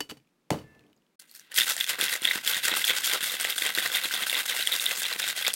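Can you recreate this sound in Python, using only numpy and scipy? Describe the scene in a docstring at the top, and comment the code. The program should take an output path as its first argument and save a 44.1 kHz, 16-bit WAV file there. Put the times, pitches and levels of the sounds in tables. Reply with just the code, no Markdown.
"""A kitchen, at a wooden counter. A glass is pressed and slapped into a steel shaker can: the counter
thuds, the glass rings, ice clatters. The can is lifted; the counter rumbles on, ice settles and a thin
tone swells and fades. After a brief silence comes a second scene, the shaking: cubes knock the wall
and base of the hand-damped can, small pieces rattle, and the drink splashes and sloshes."""
import sys
import numpy as np
from scipy import signal
from scipy.fft import rfft, irfft, next_fast_len
from scipy.io import wavfile

SR = 44100
rng = np.random.default_rng(int(sys.argv[2]) if len(sys.argv) > 2 else 0)


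def file_out(sig):
    """Save sig as 16-bit WAV at sys.argv[1]."""
    # one column per channel
    cols = np.atleast_2d(sig).T
    # limit, then scale
    lim = np.clip(cols, -1, 1)
    pcm = np.round(lim * 32767).astype(np.int16)
    wavfile.write(sys.argv[1], SR, pcm)


N = 244755
PAUSE_START_S, PAUSE_END_S = 1.158, 1.193


def gain_of(db):
    return 10 ** (np.asarray(db) / 20)


def unit_rms(x):
    return x / np.sqrt(np.mean(x ** 2) + 1e-20)


def unit_peak(x):
    return x / (abs(x).max() + 1e-12)


def at_hz(points, hz):
    f, value = np.transpose(points)
    return np.interp(np.log(hz + 1), np.log(f + 1), value)


def curves(segments):
    """Gate over the table's time span, then each column per sample."""
    s, *columns = np.transpose(sorted(sum(segments, []), key=lambda row: row[0]))
    t = np.arange(N) / SR
    gate = np.clip(np.minimum(t - s[0], s[-1] - t) / 0.0066, 0, 1)
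    return gate, *(np.interp(t, s, c) for c in columns)


def add(mix, start_s, sound):
    part = mix[round(start_s * SR):][:len(sound)]
    part += sound[:len(part)]


def coloured(x, spectrum):
    """Spectral shaping, rms 1."""
    size = next_fast_len(len(x))
    gain = gain_of(at_hz(spectrum, np.fft.rfftfreq(size, 1 / SR)))
    return unit_rms(irfft(rfft(x, size) * gain, size)[:len(x)])


def resonate(x, hz, *widths_hz):
    """Unity-gain resonators in series, one per width."""
    for width_hz in widths_hz:
        r = np.exp(-np.pi * width_hz / SR)
        x = 2 * signal.lfilter([1 - r], [1, -r * np.exp(2j * np.pi * hz / SR)], x).real
    return x


def swell(rise_s, count):
    """Fast rise to 1, slower fall."""
    u = np.arange(count) / SR / max(rise_s, 1e-4)
    return u * np.exp(1 - u)


def decay(t60_s, count):
    return gain_of(-60 * np.arange(count) / SR / t60_s)


def flicker(step_s, spread_db):
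    """Randomly wandering gain."""
    steps = rng.standard_normal(int(N / SR / step_s) + 2)
    return gain_of(spread_db * np.interp(np.arange(N) / SR / step_s, np.arange(len(steps)), steps))


def struck(modes, push):
    """Modes rung by one push; the spot hit sets each one's strength and sign."""
    t = np.arange(SR // 2) / SR
    spots = rng.uniform(-1.07, 1, (len(modes), 2))
    ring = sum(np.sign(side) * gain_of(db + 2 * strength - 60 * t / t60_s) * np.sin(2 * np.pi * hz * t)
               for (hz, db, t60_s), (strength, side) in zip(modes, spots))
    return unit_peak(signal.fftconvolve(ring, push)[:len(t)])


# Room noise: (frequency [Hz], relative density [dB])
ROOM_SPECTRUM = [(18, -34), (30, -4), (59, -18.5), (86, -36.5), (149, 4.5), (174, 4), (319, 3), (666, -8.5),
                 (2540, -14), (4080, -17.5), (16000, -27)]


def room_tone(level_db=-72.5):
    """Faint, steady, low noise."""
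    return gain_of(level_db) * coloured(rng.standard_normal(N), ROOM_SPECTRUM)


# Kitchen decay: (frequency [Hz], t60 [s])
KITCHEN_T60 = [(150, 0.35), (1000, 0.084), (4000, 0.12), (12000, 0.14)]


def kitchen_reverb(x):
    """Sparse reflections of random sign; each band decays at its own rate."""
    taps = np.zeros(SR // 2)
    slots = np.arange(200, SR // 2 - 20, 20)
    taps[slots + rng.integers(0, 20, len(slots))] = rng.choice([-1., 1.], len(slots))
    hz, t, bands = signal.stft(taps, SR, nperseg=256)
    tail = signal.istft(bands * gain_of(-60 * t / at_hz(KITCHEN_T60, hz)[:, None]), SR, nperseg=256)[1]
    return signal.fftconvolve(x, tail / np.linalg.norm(tail))[:N]


# Tone contour: (time [s], pitch [Hz], level [dB])
TONE_CONTOUR = [(0.6, 1752, -63), (0.632, 1750, -68), (0.684, 1750, -63), (0.78, 1751, -66),
                (0.906, 1747, -85), (0.92, 1749, -101)]
# Tone partials: (pitch [ratio], gain [dB])
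TONE_PARTIALS = [(1, 0), (1.185, -13), (1.221, -13), (1.532, -11)]


def thin_tone(onset_s=0.053):
    """A thin tone swells and fades with three fainter ones above it."""
    gate, hz, level_db = curves([TONE_CONTOUR])
    cycles = np.cumsum(hz) / SR
    gate *= np.minimum(np.cumsum(gate) / SR / onset_s, 1)
    partials = sum(gain_of(db) * flicker(.02, 1.7) * np.sin(2 * np.pi * ratio * cycles)
                   for ratio, db in TONE_PARTIALS)
    return gate * np.sqrt(2) * gain_of(level_db) * partials


# Ice ticks: (time [s], peak [dB], pitch [Hz])
ICE_TICKS = [(0.1994, -59, 2420), (0.2464, -66, 2820), (0.2724, -61, 2510), (0.2894, -65, 2480),
             (0.6394, -57, 2670), (0.6714, -64, 2140), (0.748, -55, 2580), (0.7927, -51, 2630),
             (0.807, -56, 2500), (0.8374, -58, 2480), (0.8649, -59.5, 3040), (0.8974, -67, 3250),
             (0.9293, -54.5, 2940), (0.9634, -63, 6900), (0.9744, -63, 4710), (1.02, -65, 3070),
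             (1.0654, -62, 2930)]


def settling_ice():
    """Ice settles in the lifted can with small pitched snaps."""
    out = np.zeros(N)
    for s, peak_db, hz in ICE_TICKS:
        snap = swell(0.0011, count=800) * rng.standard_normal(800)
        add(out, s, gain_of(peak_db) * (unit_peak(resonate(snap, hz, 350)) + 0.079 * snap))
    return out


# Counter rumble, in segments: (time [s], relative level [dB], centre [Hz])
RUMBLE_CONTOUR = [
    [(0.54, -28.5, 169), (0.596, -41, 204), (0.636, -47, 176), (0.66, -53, 165), (0.674, -53, 167),
     (0.766, -55, 196), (0.78, -58, 189)],
    [(0.78, -56, 176), (0.824, -58, 189), (0.862, -61.5, 262), (0.91, -62.5, 258), (0.958, -76, 220),
     (0.97, -65.5, 208), (1.0, -80, 228)],
]
# Wooden counter: (frequency [Hz], gain [dB], nominal t60 [s])
COUNTER_MODES = [(63, -12, .4), (98, -5.5, .15), (127, 0.5, .2), (156.4, -7, 0.28), (217, -1.5, 0.12),
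                 (267, -11, 0.1), (288.5, 2.5, 0.11), (327, -7.5, 0.083), (367, -8.5, 0.091), (426, 5, .08),
                 (533, -5, 0.19), (610, 0, 0.079), (743, 1, 0.066), (860, 5, 0.066), (1023, 0.5, .07),
                 (1240, -14, .07)]


def counter_modes(centre_hz, slope_db_per_octave=14.2):
    """Counter modes near the excited pitch ring most."""
    return [(hz, db - slope_db_per_octave * abs(np.log2(hz / centre_hz)), t60_s)
            for hz, db, t60_s in COUNTER_MODES]


def counter_rumble():
    """The counter's lower modes rumble on while the can is lifted."""
    gate, level_db, centre_hz = curves(RUMBLE_CONTOUR)
    noise = rng.standard_normal(N)
    rumble = sum(gain_of(db) * unit_rms(resonate(noise, hz, 30))
                 for hz, db, _ in counter_modes(centre_hz)[:12])
    return gate * gain_of(level_db - 7.5) * rumble


# Glass: (frequency [Hz], gain [dB], undamped t60 [s])
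GLASS_MODES = [(1497, -12, .06), (1846, -10, .05), (2293, -12, .04), (2580, -15, .1), (2720, -16, .12),
               (2955, 0, .13), (3020, -6, .11), (4010, -14, .07), (4538, -2, .12), (4610, -8, .08),
               (5378, -10, .05), (7235, -16, .06)]
# Clatter: (frequency [Hz], relative density [dB])
CLATTER_SPECTRUM = [(300, -11.5), (1000, -1.5), (2700, -4), (5000, -8), (9000, -11.5), (16000, -18.5)]
# Blows: (time [s], thud [dB], spot pitch [Hz], glass ring [dB], hand damping [t60 factor],
# relative clatter [dB], contact [s])
CLOSING_BLOWS = [(.0045, -32, 300, -26, 0.88, -20, .002), (0.091, -48, 300, -52, 0.27, -41, .003),
                 (0.097, -48, 300, -30, 0.34, -34, .002), (0.104, -49, 150, -49, 0.48, -34, .002),
                 (0.1105, -44, 150, -33, 0.17, -34, .0015), (0.119, -34.5, 283, -53, 0.41, -46, .0015),
                 (0.17, -51.5, 150, -52, .4, -54, .003), (0.504, -15, 718, -40, .3, -18.5, .0015),
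                 (0.513, -17.5, 170, -45.5, .3, -31, .003), (.523, -24, 600, -33.5, .3, -38, .002),
                 (0.53, -23, 500, -45, .3, -37, .003), (0.542, -27, 600, -45, 0.27, -54, .004),
                 (0.57, -40, 500, -48, .3, -55, .005), (0.587, -42, 202, -41, 0.27, -50, .003),
                 (0.615, -53, 200, -50, .3, -68, .004)]


def closing_blows():
    """Each blow thuds in the counter, rings the glass and clatters briefly."""
    out = np.zeros(N)
    noise = coloured(rng.standard_normal(N), CLATTER_SPECTRUM)
    push = np.diff(swell(0.00021, count=400))
    loose_ice = 0.046 * decay(0.27, count=6000)
    for s, thud_db, spot_hz, ring_db, damping, clatter_db, contact_s in CLOSING_BLOWS:
        counter = [(hz, db, t60_s * (0.18 + .6 * damping)) for hz, db, t60_s in counter_modes(spot_hz)]
        glass = [(hz, db, t60_s * damping) for hz, db, t60_s in GLASS_MODES]
        clatter = (swell(contact_s, count=6000) + loose_ice) * noise[round(s * SR):][:6000]
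        add(out, s, gain_of(thud_db) * struck(counter, push))
        add(out, s, gain_of(ring_db) * struck(glass, np.ones(1)))
        add(out, s, gain_of(clatter_db - 7.5) * clatter)
    return out


# Slosh: (frequency [Hz], relative density [dB])
SLOSH_SPECTRUM = [(24, -60), (40, -51), (205, -17.5), (367, -13), (473, -4), (706, -6), (1100, -4),
                  (1400, 2), (1820, -44), (3080, -120)]


def slosh(crackle):
    """The drink's low, uneven surge."""
    return coloured(flicker(.012, 6.0) * rng.standard_normal(N) + 1.02 * crackle, SLOSH_SPECTRUM)


# Splash and ice crack: (frequency [Hz], relative density [dB])
SPLASH_SPECTRUM = [(2530, -33), (4300, 0.5), (5950, -4.5), (8050, -2), (9230, -1), (10100, -6),
                   (12800, -3.5), (15100, -8), (16000, -2.5)]


def splash(crackle, churn):
    """The drink's bright hiss, shifting in colour."""
    hiss = coloured(1.04 * crackle + churn, SPLASH_SPECTRUM)
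    bands = sum(flicker(0.017, 4.9) * resonate(hiss, hz, 0.32 * hz) for hz in (5060, 6650, 9970, 12950))
    return unit_rms(.5 * hiss + bands)


# Hand-held can base: (frequency [Hz], width [Hz], gain [dB])
BASE_MODES = [(1550, 143, 4), (1960, 233, 5), (2720, 270, -4)]


def can_rattle(hits, spots, drive, rattle_db, wall_hz=3450, width_hz=195):
    """Small pieces ring wall and base; gentle motion excites the wall less."""
    wall = sum(resonate(hits * (spots == k), wall_hz * ratio, width_hz, 2 * width_hz)
               for k, ratio in enumerate(np.linspace(.9, 1.12, num=8)))
    base_drive = .5 * unit_rms(hits) + drive
    base = sum((-1) ** k * gain_of(db) * resonate(base_drive, hz, 1.53 * width, 1.53 * width)
               for k, (hz, width, db) in enumerate(BASE_MODES))
    broad = resonate(drive, 3270, 2400, 2420)
    wall_db = -7.5 + 0.11 * (rattle_db + 43)
    return gain_of(wall_db) * unit_rms(wall) + gain_of(-4) * (unit_rms(base) + unit_rms(broad))


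# Shaking, in segments, relative levels: (time [s], rattle [dB], slosh [dB], splash [dB])
SHAKE_LEVELS = [
    [(1.195, -58, -86, -51), (1.229, -59.5, -69, -63), (1.265, -64, -86, -68.5), (1.323, -63, -82, -64),
     (1.34, -61, -83, -66)],
    [(1.34, -54, -66, -51), (1.4, -61, -79, -58), (1.412, -56, -66, -61), (1.424, -56, -79, -61),
     (1.502, -60, -73, -77), (1.511, -54, -57, -60)],
    [(1.511, -49, -60, -53), (1.517, -39, -51, -45), (1.535, -47, -64, -65), (1.543, -38, -52, -45)],
    [(1.543, -42, -56, -34.5), (1.589, -23.5, -56, -24.5), (1.659, -35, -56, -35), (1.679, -25, -40, -29),
     (1.695, -25, -46, -26.5), (1.763, -42, -56, -42.5)],
    [(1.763, -43, -54, -50), (1.805, -29, -54, -29.5), (1.861, -41, -63, -44.5), (1.899, -25, -44, -29.5),
     (1.977, -42.5, -58, -52), (1.984, -34, -52, -43)],
    [(1.984, -43, -53, -38), (2.01, -28.5, -43.5, -34), (2.1, -30, -51, -37), (2.14, -28, -40.5, -27),
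     (2.204, -44, -59, -53), (2.246, -31.5, -53, -33.5), (2.374, -30.5, -43, -35.5), (2.424, -47, -66, -53),
     (2.433, -40, -51, -44)],
    [(2.433, -40, -55, -40.5), (2.465, -29, -49.5, -29.5), (2.587, -27.5, -45.5, -33.5),
     (2.615, -39, -60, -50), (2.653, -25, -50, -24.5), (2.729, -26, -37, -37), (2.777, -29, -43.5, -27.5),
     (2.838, -35, -55, -39)],
    [(2.838, -35, -52, -30), (2.904, -23.5, -41.5, -31.5), (2.928, -31.5, -47.5, -39),
     (2.982, -28, -40.5, -29), (3.016, -38, -54, -45), (3.04, -32, -57, -30.5), (3.162, -26.5, -34, -32),
     (3.205, -37, -54, -44.5)],
    [(3.205, -31, -51, -34.5), (3.347, -30.5, -45.5, -32.5), (3.389, -39, -59, -47.5),
     (3.399, -28.5, -48, -33.5), (3.479, -35, -48.5, -39), (3.499, -24.5, -39, -28.5),
     (3.553, -43, -60, -45), (3.56, -35, -54, -37)],
    [(3.56, -39, -53.5, -35), (3.668, -26.5, -40.5, -35), (3.734, -35.5, -54, -38.5),
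     (3.788, -28, -42, -30), (3.81, -30.5, -52, -37.5), (3.858, -26.5, -40, -30), (3.892, -36, -50, -42),
     (3.95, -27, -43, -30), (4.035, -32.5, -54, -39)],
    [(4.035, -29, -49, -34), (4.055, -27, -40, -35), (4.077, -33.5, -51.5, -35), (4.241, -29, -43, -36),
     (4.257, -35, -55, -43), (4.271, -33.5, -49, -34), (4.407, -26, -43, -32.5), (4.449, -40.5, -56, -43),
     (4.455, -42, -51, -42)],
    [(4.455, -33, -49, -37), (4.467, -37.5, -56, -34.5), (4.497, -25.5, -48, -30.5),
     (4.553, -34, -48.5, -37.5), (4.597, -26.5, -46, -30), (4.631, -32.5, -58, -36),
     (4.757, -32, -43.5, -34.5), (4.79, -32, -65, -37)],
    [(4.79, -48, -56, -43), (4.804, -35, -52, -32), (4.922, -30, -47.5, -38), (4.968, -36.5, -50, -37),
     (5.01, -33, -53.5, -35), (5.132, -29.5, -46.5, -34), (5.176, -45, -58, -48), (5.19, -34, -49, -30)],
    [(5.19, -29, -49, -33), (5.234, -31, -57, -37.5), (5.306, -28, -49, -35), (5.35, -44, -59, -49),
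     (5.364, -31, -50, -35), (5.46, -31.5, -49.5, -38), (5.474, -27.5, -39.5, -36), (5.55, -43.5, -63, -47)],
]


def shaken_contents(hits_per_s=600):
    """Small ice and drink move together; each cube knock adds brief chatter and spray."""
    _, rattle_db, slosh_db, splash_db = curves(SHAKE_LEVELS)
    sizes = gain_of(3.8 * np.minimum(rng.exponential(1, N), 4)) * rng.choice([-1, 1], N)
    hits = sizes * (rng.random(N) < hits_per_s / SR)
    spots = rng.integers(0, 8, N)
    churn = unit_rms(flicker(.004, 3.2) * rng.standard_normal(N))  # dense bubbles and chips
    puffs = signal.oaconvolve(abs(hits), swell(.0008, count=500))[:N]
    crackle = unit_rms(puffs * rng.standard_normal(N))
    chatter, spray, fade = np.zeros(N), np.zeros(N), decay(0.053, count=3000)
    for s, wall_db, _, base_db, _, _, crack_db in CUBE_KNOCKS:
        add(chatter, s, gain_of(max(wall_db, base_db) - 26) * fade)
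        add(spray, s, gain_of(crack_db - 21.5) * fade)
    out = (gain_of(rattle_db - 3.5) + chatter) * can_rattle(hits, spots, 0.69 * crackle + churn, rattle_db)
    out += (gain_of(splash_db) + spray) * splash(crackle, churn)
    out += gain_of(slosh_db + 0.65) * slosh(crackle)
    return out * (np.arange(N) > PAUSE_END_S * SR)


# Cube impacts, relative levels: (peak time [s], wall [dB], wall pitch [Hz], base [dB],
# base pitch [Hz], thud [dB], crack [dB])
CUBE_KNOCKS = [(1.198, -41, 4400, -53, 1550, -70, -35), (1.2956, -49, 4440, -65, 2370, -63, -49),
               (1.3139, -47, 4200, -66, 2310, -72, -37), (1.3513, -50, 4230, -43, 1730, -64, -32),
               (1.3759, -55, 3380, -56, 1810, -71, -42), (1.3964, -54, 3800, -43, 1710, -69, -34),
               (1.519, -38, 2790, -32, 1760, -55, -32), (1.5254, -38, 3050, -32, 1830, -68, -44),
               (1.5616, -25.5, 3300, -37, 1920, -54, -24), (1.5814, -11.5, 3300, -14, 1880, -46, -27),
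               (1.5862, -14, 3190, -13, 1720, -30, -9), (1.6093, -9, 3520, -28, 2260, -32, -21),
               (1.6177, -12, 3550, -16, 1890, -43, -26), (1.6339, -19, 3680, -38, 1980, -53, -32),
               (1.6816, -24, 3300, -24, 1500, -44, -24), (1.708, -21, 3250, -18, 1910, -39, -20),
               (1.7664, -38, 3260, -24, 1860, -32.5, -17), (1.7787, -35, 3400, -26, 1820, -49, -28),
               (1.8024, -23, 3330, -23, 1910, -48, -27), (1.8099, -11, 3440, -19, 1960, -37, -28),
               (1.843, -19, 3460, -23, 1930, -61, -19), (1.866, -28, 3380, -31, 2130, -60, -30),
               (1.8936, -25, 3570, -22, 2360, -61, -16.5), (1.9387, -32, 2720, -22, 1980, -49, -39),
               (1.9462, -31, 2850, -34, 1950, -60, -44), (1.9567, -44, 2740, -40, 1530, -56, -45),
               (1.9867, -46, 4060, -24, 1570, -35, -33), (1.9911, -40, 3570, -22, 1930, -36, -27),
               (2.0013, -32, 2550, -18, 1600, -28, -27), (2.0127, -13, 3460, -20, 1960, -35, -12.5),
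               (2.0185, -24, 2570, -23, 1550, -36, -23), (2.0269, -21, 3580, -18, 2170, -24.5, -27),
               (2.0618, -20, 3850, -22, 1540, -43, -23), (2.0828, -20.5, 3350, -20, 1910, -42, -33),
               (2.1284, -24, 4130, -14, 1920, -52, -20), (2.1549, -34, 3560, -15.5, 1980, -32, -33),
               (2.2205, -34, 4200, -35, 2140, -31.5, -22.5), (2.2285, -23, 3350, -35, 1500, -43, -36),
               (2.2485, -16, 3360, -43, 1960, -37, -29), (2.2528, -7, 3430, -17, 2020, -38, -17),
               (2.2743, -17, 3330, -18, 1920, -40, -25), (2.2791, -16.5, 3680, -15, 1980, -42, -38),
               (2.2881, -16, 3780, -21, 2010, -49, -35), (2.312, -24, 3400, -7, 2020, -45, -26),
               (2.3582, -24, 3620, -19, 1710, -25.5, -22), (2.3882, -33, 3530, -21.5, 1980, -44, -35),
               (2.437, -37, 2960, -40, 1550, -39, -36), (2.4493, -33, 3320, -36, 1840, -41, -23),
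               (2.4641, -21, 3500, -31, 1490, -36, -24), (2.4763, -12.5, 3390, -23, 1690, -36, -12),
               (2.5351, -19, 3340, -36, 2130, -46, -26), (2.5462, -18.5, 3660, -24, 1720, -51, -20),
               (2.5674, -32, 3030, -18, 1870, -35, -23), (2.6347, -38, 3300, -23, 1960, -47, -33),
               (2.645, -22, 3460, -36, 2400, -51, -23), (2.654, -40, 2750, -18.5, 1550, -34, -22),
               (2.6829, -23, 3300, -13, 1850, -40, -12.5), (2.7175, -17, 3450, -19, 2100, -27, -47),
               (2.7272, -23, 2540, -14, 2040, -27, -41), (2.768, -26, 2730, -17, 1290, -29, -19),
               (2.8173, -24, 2720, -16, 2080, -53, -37), (2.843, -12.5, 3370, -19.5, 1630, -38, -24),
               (2.851, -22, 3500, -26, 1500, -50, -13), (2.8802, -16, 3380, -17, 2400, -36, -18),
               (2.8983, -16, 3400, -13, 2000, -36, -28), (2.9059, -18, 3380, -17, 2200, -26.5, -45),
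               (2.9358, -24, 3380, -19, 2120, -50, -29), (2.985, -23, 3600, -21, 1550, -44, -17.5),
               (3.0275, -39, 3310, -43, 1900, -43, -33), (3.0373, -22, 3370, -24, 1780, -40, -28),
               (3.045, -17, 3370, -30, 1870, -50, -15.5), (3.0761, -15, 3560, -24, 1350, -35, -18),
               (3.0978, -19, 3480, -19, 2200, -35, -37), (3.114, -17.5, 3380, -29, 1870, -44, -41),
               (3.119, -20, 3420, -21, 2350, -43, -38), (3.1356, -31, 3340, -18, 2040, -33, -17),
               (3.2089, -25, 3280, -21, 1600, -41, -25), (3.2286, -24, 3500, -19.5, 1650, -37, -23.5),
               (3.298, -20, 3670, -41, 2000, -54, -36), (3.3416, -21, 3530, -24, 1840, -29.5, -25),
               (3.3675, -26, 3300, -39, 2230, -54, -46), (3.3996, -31, 3000, -36, 2210, -34, -20.5),
               (3.4114, -32, 3570, -25, 1550, -31, -16), (3.4453, -22, 3200, -29, 1940, -48, -27),
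               (3.45, -20, 2500, -12, 1940, -22.5, -27), (3.472, -21.5, 3450, -21, 2230, -57, -32),
               (3.5004, -21, 3250, -23, 2420, -40, -18), (3.5251, -19, 3520, -26, 2140, -37, -32),
               (3.564, -31, 4200, -29, 1440, -39, -34), (3.5813, -19, 3400, -20, 1560, -45, -19),
               (3.586, -21, 3520, -34, 1750, -35, -19), (3.6218, -14.5, 3520, -13.5, 2020, -31, -21.5),
               (3.6589, -28, 3160, -15.5, 2020, -31.5, -40), (3.6644, -20, 3190, -18, 2430, -40.5, -20.5),
               (3.751, -17, 4120, -32, 2170, -46, -18), (3.7765, -34, 2700, -15, 1550, -25, -36),
               (3.7857, -23, 3440, -13, 1920, -25.5, -26), (3.8045, -21, 3600, -22, 1820, -46, -25),
               (3.826, -22, 3380, -33, 1600, -47, -27), (3.8608, -29, 4050, -13, 1960, -35, -22),
               (3.9013, -37, 3500, -24, 1590, -36, -36), (3.9185, -24, 3390, -28, 2140, -34, -25),
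               (3.946, -19.5, 3450, -33.5, 1580, -48, -31), (3.9506, -15, 3520, -22, 2360, -43, -32),
               (3.9699, -17, 3670, -17, 1960, -45, -24), (3.9848, -20, 3500, -20, 2140, -47, -35),
               (4.0433, -21, 4110, -22.5, 1480, -44, -22), (4.054, -20, 3410, -31, 1790, -28, -31),
               (4.111, -36, 2940, -17.5, 1570, -49, -37), (4.14, -20, 3500, -25, 1590, -31, -19),
               (4.1447, -20, 3570, -40, 2000, -40, -23), (4.1646, -19.5, 3450, -44, 1570, -56, -40),
               (4.2217, -25, 3170, -19, 1860, -34, -28), (4.2359, -21, 3400, -20, 2120, -39, -28),
               (4.268, -29, 3100, -16, 1560, -35, -20), (4.298, -14.5, 3600, -26, 1950, -51, -18),
               (4.3296, -19, 2720, -19, 2160, -28, -23), (4.3448, -25, 3650, -18.5, 1950, -40, -41),
               (4.3531, -14, 3500, -19, 2150, -40, -36), (4.459, -26, 3410, -30, 1540, -35, -32),
               (4.4623, -36, 2970, -30, 1780, -49, -22), (4.489, -20, 3740, -40, 1830, -47, -25),
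               (4.498, -21, 3500, -40, 1560, -34, -30), (4.5241, -22, 3500, -17.5, 2010, -41, -40),
               (4.5656, -28, 2710, -21, 2000, -45, -32), (4.5983, -24, 2770, -31, 1660, -32, -29),
               (4.626, -15.5, 3900, -35, 1570, -55, -32), (4.6736, -10.5, 3330, -16, 2000, -36, -15.5),
               (4.6788, -29, 3580, -27, 1910, -42, -31), (4.6933, -25, 3660, -37, 2100, -55, -36),
               (4.7174, -22, 3790, -21, 2080, -38, -37), (4.7211, -17, 3730, -28, 2430, -37, -19),
               (4.7269, -12.5, 3700, -24, 2040, -38, -32), (4.7388, -17, 3700, -27, 2070, -50, -32),
               (4.7525, -19, 3670, -21, 1920, -36, -21), (4.7982, -15.5, 3700, -47, 1510, -48, -27),
               (4.8586, -22, 3460, -27, 1580, -53, -15.5), (4.8645, -9, 3680, -46, 1780, -55, -42),
               (4.8856, -27, 3270, -27, 2120, -34.5, -41), (4.9117, -19, 2700, -17.5, 1960, -45, -23),
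               (4.9161, -24, 3260, -21, 1580, -28, -19), (4.983, -42, 3250, -45.5, 1570, -36, -29),
               (5.02, -22, 3450, -22, 1600, -32, -20), (5.0423, -20, 3550, -34, 1960, -46, -41),
               (5.0539, -16, 3360, -33, 2170, -47, -30), (5.0607, -19, 4000, -34, 1960, -43, -40),
               (5.1281, -19.5, 4050, -21, 1900, -38, -23), (5.1616, -30, 2530, -25, 1980, -34.5, -41),
               (5.1974, -24, 2840, -24, 1570, -47, -18), (5.2022, -23, 3500, -20, 1580, -49, -34),
               (5.229, -17.5, 3630, -34, 1980, -41, -34), (5.2413, -24, 3650, -16.5, 2080, -31, -32),
               (5.2778, -22, 3740, -19, 1560, -41, -25), (5.289, -22, 3660, -39, 1550, -37, -21),
               (5.3086, -23, 3700, -23, 2050, -54, -22), (5.3649, -34, 3430, -25, 2100, -38, -24),
               (5.376, -29, 4150, -32, 1890, -34, -30), (5.4249, -20, 3400, -32, 1730, -41, -40),
               (5.4495, -23, 3350, -18, 2090, -48, -28), (5.4671, -13.5, 3530, -34, 1900, -52, -19),
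               (5.472, -15, 3520, -20, 1540, -51, -29), (5.4805, -26, 2700, -41, 1550, -24, -15.5),
               (5.504, -25, 3240, -30, 1840, -52, -41), (5.5345, -43, 4110, -47, 1730, -55, -24),
               (5.5392, -26, 3320, -44, 2140, -36, -14)]


def cube_knocks(rise_s=0.001151, count=900):
    """A cube rings the wall briefly and the base a little longer, with a thud and a crack."""
    out, t = np.zeros(N), np.arange(count) / SR
    noise = coloured(rng.standard_normal(N + count), SPLASH_SPECTRUM)
    pulse = swell(rise_s, count)
    for s, wall_db, wall_hz, base_db, base_hz, thud_db, crack_db in CUBE_KNOCKS:
        tuning, wall_phase, base_phase, thud_pitch, brightness = rng.random(5)
        lower_mode = np.sin(2 * np.pi * (wall_hz * (0.7 + 0.3 * tuning) * t + wall_phase))
        wall = unit_peak(pulse ** 1.88 * (np.sin(2 * np.pi * wall_hz * t) + 0.39 * lower_mode))
        base = swell(0.86 * rise_s, count) ** 1.12 * np.sin(2 * np.pi * (base_hz * t + base_phase))
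        thud = pulse ** 1.6 * np.sin(2 * np.pi * (250 + 500 * thud_pitch) * t)
        burst = swell(0.66 * rise_s, count) ** 2 * noise[round(s * SR):][:count]
        cube_ring = resonate(burst, 4600 * 2.74 ** brightness, 1170)
        crack = 0.51 * burst + 1.94 * cube_ring
        can = gain_of(wall_db) * wall + gain_of(base_db - 5) * base
        add(out, s - rise_s, can + gain_of(thud_db - 4) * thud + gain_of(crack_db - 4) * crack)
    return out


def scene():
    """Closing, lifting and shaking in the kitchen; mono."""
    closing = closing_blows() + counter_rumble() + thin_tone() + settling_ice()
    low_cut = signal.butter(2, 110., "high", fs=SR, output="sos")  # a small can radiates no deep bass
    shaking = signal.sosfilt(low_cut, cube_knocks() + shaken_contents())
    room = room_tone() + gain_of(-13) * kitchen_reverb(closing) + gain_of(-14) * kitchen_reverb(shaking)
    return (room + closing + shaking)[None]


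def record(dry, cutoff_hz=16000):
    """Brief silence between the two scenes, then a low-pass."""
    t = np.arange(N) / SR
    gate = np.clip(np.maximum(PAUSE_START_S - t, t - PAUSE_END_S) / 0.0022, 0, 1)
    low_pass = signal.firwin(511, cutoff_hz, window=("kaiser", 9), fs=SR)
    return signal.oaconvolve(dry * gate, low_pass[None], "same")


dry = scene()
out = record(dry)
file_out(out)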